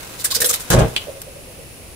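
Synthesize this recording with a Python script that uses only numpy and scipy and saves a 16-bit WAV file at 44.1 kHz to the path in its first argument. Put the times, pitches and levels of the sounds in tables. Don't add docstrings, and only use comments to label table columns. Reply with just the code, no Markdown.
import sys
import numpy as np
from scipy import signal
from scipy.fft import rfft, irfft, next_fast_len
from scipy.io import wavfile
from scipy.ndimage import map_coordinates

SR = 44100
rng = np.random.default_rng(int(sys.argv[2]) if len(sys.argv) > 2 else 0)


def persist_wave(psi):
    counts = np.round(np.clip(psi, -1, 1) * 32767).astype(np.int16)
    wavfile.write(sys.argv[1], SR, np.atleast_2d(counts).T)


N = 85995

# (frequency [Hz], level [dB])
RUB_COLOUR = [(200, 1.5), (500, 4.5), (1000, 2.5), (2000, 0.5), (5000, -3.5), (9000, -4), (15000, -8)]


def amp(db):
    return 10 ** (np.asarray(db) / 20)


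def unit(x):
    return x / np.sqrt(np.mean(x ** 2) + 1e-20)


def along(points, hz):
    f, v = np.transpose(points)
    return np.interp(np.log(hz + 1), np.log(f + 1), v)


def curve(rows):
    return np.interp(np.arange(N) / SR, *np.transpose(rows))


def since(s):
    return np.maximum(np.arange(N) / SR - s, 0)


def envelope(s, rise, hold, t60):
    return np.minimum(since(s) / rise, 1) * amp(-60 * since(s + rise + hold) / t60)


def filtered(x, response):
    size = next_fast_len(N + 8192)
    return irfft(rfft(x, size) * response(np.fft.rfftfreq(size, 1 / SR)), size)[..., :N]


def resonance(f, hz, width_hz):
    return 1j * f * width_hz / (hz * hz - f * f + 1j * f * width_hz)


def stereo(pair, colour):
    # (frequency [Hz], correlation)
    likeness = [(40, 0.98), (130, 0.55), (300, 0.74), (600, 0.47), (1200, 0.033), (12000, .05)]

    def mid_and_side(hz):
        angle = np.arccos(np.clip(along(likeness, hz), -1, 1)) / 2
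        return amp(along(colour, hz)) * [np.cos(angle), np.sin(angle)]

    mid, side = filtered(pair, mid_and_side)
    return unit(np.array([mid + side, mid - side]))


def noise(colour):
    return stereo(rng.standard_normal((2, N)), colour)


def grains(per_s, spread_db):
    hits = rng.random(N) < per_s / SR
    sizes = amp(spread_db * np.clip(rng.standard_normal(N), -2, 2))
    return unit(hits * sizes * rng.standard_normal((2, N)))


def tone(s, hz, drift):
    t = since(s)
    waver = map_coordinates(rng.standard_normal(400), [t * 150], order=1)
    return np.sin(2 * np.pi * hz * np.cumsum((t > 0) * (1 + drift * waver)) / SR)


def ring(s, hz, t60, rise, drift):
    return tone(s, hz, drift) * amp(-60 * since(s) / t60) * (1 - np.exp(-since(s) / rise))


def room_tone():
    # (frequency [Hz], level [dB])
    air_colour = [(25, -1.5), (45, -3.5), (75, -0.5), (130, -3), (220, -9), (330, -9), (520, -8.5),
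                  (760, -16), (1100, -19), (1500, -22.5), (2100, -18.5), (2650, -15), (3300, -22.5),
                  (5000, -21.5), (7500, -24), (9200, -19), (10200, -13.5), (11200, -23), (14500, -25),
                  (15600, -29)]
    return amp(-38.5) * noise(air_colour)


def wet_food():
    # (time [s], level [dB])
    rub_levels = [(0.0, -34.5), (0.26, -40.5), (0.39, -35), (1.014, -39), (1.302, -50.5), (1.95, -54.5)]
    # (time [s], pitch [Hz], level [dB], t60 [s])
    pockets = [(.256, 1710, -24, 0.054), (.326, 1125, -24, 0.038), (.417, 1815, -15, 0.075),
               (.42, 1655, -20, 0.061), (.503, 1280, -20.5, 0.033)]
    pops = sum(amp(db) * ring(s, hz, t60, rise=0.0015, drift=0.035) for s, hz, db, t60 in pockets)
    rubbing = stereo(grains(per_s=2500, spread_db=3), RUB_COLOUR)
    return pops + amp(curve(rub_levels) - 2) * rubbing


def knife():
    # (time [s], rise [s], hold [s], level [dB], resonance [Hz], resonance level [dB])
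    strokes = [(0.178, 0.027, 0.012, -33, 4300, -8), (0.241, 0.0024, 0.013, -19, 8500, -4),
               (0.301, 0.015, 0.0035, -21, 4080, 1.5), (0.338, 0.018, 0.0045, -17.5, 4880, -1.5),
               (.401, 0.0058, 0.016, -18, 8900, -16), (0.441, 0.0035, 0.009, -19.5, 3700, -11.5),
               (0.455, 0.006, 0.0058, -17.5, 10300, 10), (0.482, 0.014, 0.01, -18.5, 7100, 1.5),
               (.526, 0.0067, 0.013, -22, 3740, -5.5), (0.595, .006, 0.021, -35, 7700, -11)]
    # (frequency [Hz], level [dB])
    rasp_colour = [(200, -7.5), (900, -12.5), (1700, -4.5), (2500, -8.5), (3700, -4.5), (6500, -2.5),
                   (9200, 2), (11000, -1.5), (14300, -1), (16000, -9.5)]
    # (time [s], level [dB])
    snaps = [(0.208, -35), (.2468, -18), (.319, -22), (0.3415, -22), (.4035, -17), (0.42, -10.5),
             (0.4448, -11.5), (0.4978, -19), (0.512, -13), (0.5338, -21), (0.5405, -13), (.559, -20),
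             (0.606, -28.5), (0.7027, -9), (1.217, -24.5)]
    cuts = np.zeros((2, N))
    for s, rise, hold, db, hz, peak_db in strokes:
        tear = stereo(grains(per_s=4400, spread_db=3), rasp_colour)
        ringing = unit(filtered(tear, lambda f: resonance(f, hz, width_hz=0.24 * hz)))
        crunch = unit(tear + amp(peak_db - 2) * ringing)
        cuts += amp(db + 1.5) * envelope(s, rise, hold, t60=0.066) * crunch
    snapping = sum(amp(db) * envelope(s, rise=0.00013, hold=0.0006, t60=0.012) for s, db in snaps)
    return cuts + snapping * noise(rasp_colour)


def nudges():
    # (time [s], hold [s], pitch [Hz], level [dB])
    presses = [(.362, .012, 490, -35), (.4, .08, 480, -38), (.433, .008, 490, -25), (.503, .01, 490, -34),
               (1.069, .002, 530, -31), (1.081, .012, 530, -28), (1.149, .025, 540, -39),
               (1.265, .04, 540, -42), (1.355, .035, 555, -41), (1.47, .025, 520, -42),
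               (1.582, .025, 535, -41)]
    out = np.zeros((2, N))
    for s, hold, hz, db in presses:
        rasp = unit(filtered(noise(RUB_COLOUR), lambda f: resonance(f, hz, width_hz=204) ** 2))
        hollow = tone(s, hz, drift=0.05) + amp(-4.5) * rasp
        out += amp(db + 0.5) * envelope(s, rise=0.0021, hold=hold, t60=0.11) * hollow
    return out * amp([[-1], [1]])


def counter_bumps():
    # (time [s], level [dB])
    bumps = [(0.507, -38), (1.837, -34), (1.91, -33)]
    return sum(amp(db) * ring(s, hz=68.6, t60=0.13, rise=0.005, drift=0.12) for s, db in bumps)


def tray_judder():
    # (time [s], level [dB])
    shake_levels = [(0.695, -71), (0.701, -23.5), (0.723, -19), (0.797, -18), (0.803, -14.5), (0.865, -26),
                    (0.911, -61), (0.93, -41.5)]
    # (frequency [Hz], level [dB])
    rattle_colour = [(88, -29), (150, -0.5), (275, -13), (569, -4.5), (813, -13), (883, -13), (1470, -23.5),
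                     (1570, -20), (1930, -26), (3260, -28), (4000, -39), (5200, -60), (8800, -120)]
    start, end = shake_levels[0][0], shake_levels[-1][0]
    shake = amp(curve(shake_levels) + 1.5) * envelope(start, rise=0.01, hold=end - start, t60=0.3)
    return shake * stereo(grains(per_s=1300, spread_db=1.5), rattle_colour)


def tray_thump():
    # (time [s], level [dB], contact time [s])
    flops = [(.703, -21.5, 0.00067), (0.722, -21.5, 0.0021), (.737, -9, 0.0016), (.755, -8, 0.0079),
             (.778, -5, 0.007), (.805, -13.5, 0.0033), (.819, -6, 0.0062), (.836, -20.5, 0.0067),
             (.852, -22, 0.0016), (0.878, -24, 0.0067)]
    # (frequency [Hz], level [dB], t60 [s])
    tray_modes = [(63, -7.5, 0.21), (105, -2.5, 0.082), (125.7, 1.5, 0.18), (177.4, -1, 0.11),
                  (230, -4, 0.12), (311, -5, 0.115), (357, 2, 0.078), (447, -4, 0.18), (515.6, -2, .15),
                  (570, -3.5, 0.11), (634, -3, 0.076), (869, -1, 0.062)]
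    thump = np.zeros(N)
    for s, db, contact in flops:
        push = np.sin(np.pi * np.minimum(since(s) / contact, 1))
        body = np.zeros(N)
        for hz, mode_db, t60 in tray_modes:
            strength = amp(mode_db + rng.normal(0, 3.1)) / (1 + (hz * contact / 2) ** 2)
            body += strength * ring(s, hz, t60, rise=0.0011, drift=0.04)
        thump += amp(db) * (amp(-9) * push + amp(-5) * body)
    return thump


def splat():
    # (time [s], hold [s], level [dB], t60 [s])
    slaps = [(0.705, 0.034, -19, 0.11), (0.786, 0.01, -27, 0.11)]
    # (frequency [Hz], level [dB])
    slap_colour = [(300, 5), (900, -9), (1700, 7), (2100, -11), (2900, -5.5), (4200, -5), (7800, -3),
                   (11000, -7.5), (15500, -19)]
    bursts = sum(amp(db) * envelope(s, rise=0.0011, hold=hold, t60=t60) for s, hold, db, t60 in slaps)
    return bursts * stereo(grains(per_s=2500, spread_db=3), slap_colour)


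def clack():
    # (time [s], level [dB])
    hits = [(0.9629, -10), (0.9719, -20), (0.9774, -21.5), (1.017, -32)]
    # (frequency [Hz], level [dB])
    rim_colour = [(300, -11.5), (1500, -19), (2200, -8.5), (3150, 3), (3700, -7.5), (4600, -9),
                  (5700, -23.5), (7200, -18.5), (8300, -12.5), (9300, -22.5), (15000, -35)]
    blows = sum(amp(db) * envelope(s, rise=0.00065, hold=0.00053, t60=0.017) for s, db in hits)
    return blows * noise(rim_colour)


def kitchen(direct):
    # (frequency [Hz], t60 [s])
    decay = [(100, 0.28), (600, 0.38), (3000, 0.25), (12000, 0.3)]
    # (frequency [Hz], level [dB])
    near_send = [(80, -13), (400, -14), (1200, -2.5), (14000, -4)]
    # (frequency [Hz], level [dB])
    tail_send = [(60, -23), (250, -13.5), (700, -10.5), (3000, -5.5), (14000, -16.5)]

    def reflect(impulse, send):
        impulse = impulse / np.linalg.norm(impulse, axis=1, keepdims=True)
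        wet = signal.fftconvolve(direct, impulse, axes=1)[:, :N]
        return filtered(wet, lambda hz: amp(along(send, hz)))

    hz, t, bands = signal.stft(rng.standard_normal((2, SR // 2)), SR, nperseg=256)
    tail = signal.istft(bands * amp(-60 * t / along(decay, hz)[:, None]), SR, nperseg=256)[1]
    near = grains(per_s=1500, spread_db=0.5) * envelope(0.001, rise=0.001, hold=0, t60=0.026)
    return direct + reflect(near[:, :SR // 8], near_send) + reflect(tail, tail_send)


def scene():
    air = room_tone()
    cutting = knife() + wet_food()
    drop = tray_thump() + tray_judder() + splat()
    handling = clack() + nudges() + counter_bumps()
    return amp(1) * kitchen(cutting + drop + handling) + air


def record(dry):
    # (frequency [Hz], left over right [dB])
    tilt = [(100, 1), (300, 2.5), (550, 0), (1200, -1), (5000, -1), (9000, -2), (13500, 1)]
    low_cut_hz, top_hz = 28, 15750

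    def microphones(hz):
        low_cut = 1j * hz / (low_cut_hz + 1j * hz)
        return low_cut * amp(np.array([[0.5], [-0.5]]) * along(tilt, hz))

    clipped = np.clip(filtered(dry, microphones), -1, 1)
    return filtered(clipped, lambda hz: hz < top_hz)


dry = scene()
out = record(dry)
persist_wave(out)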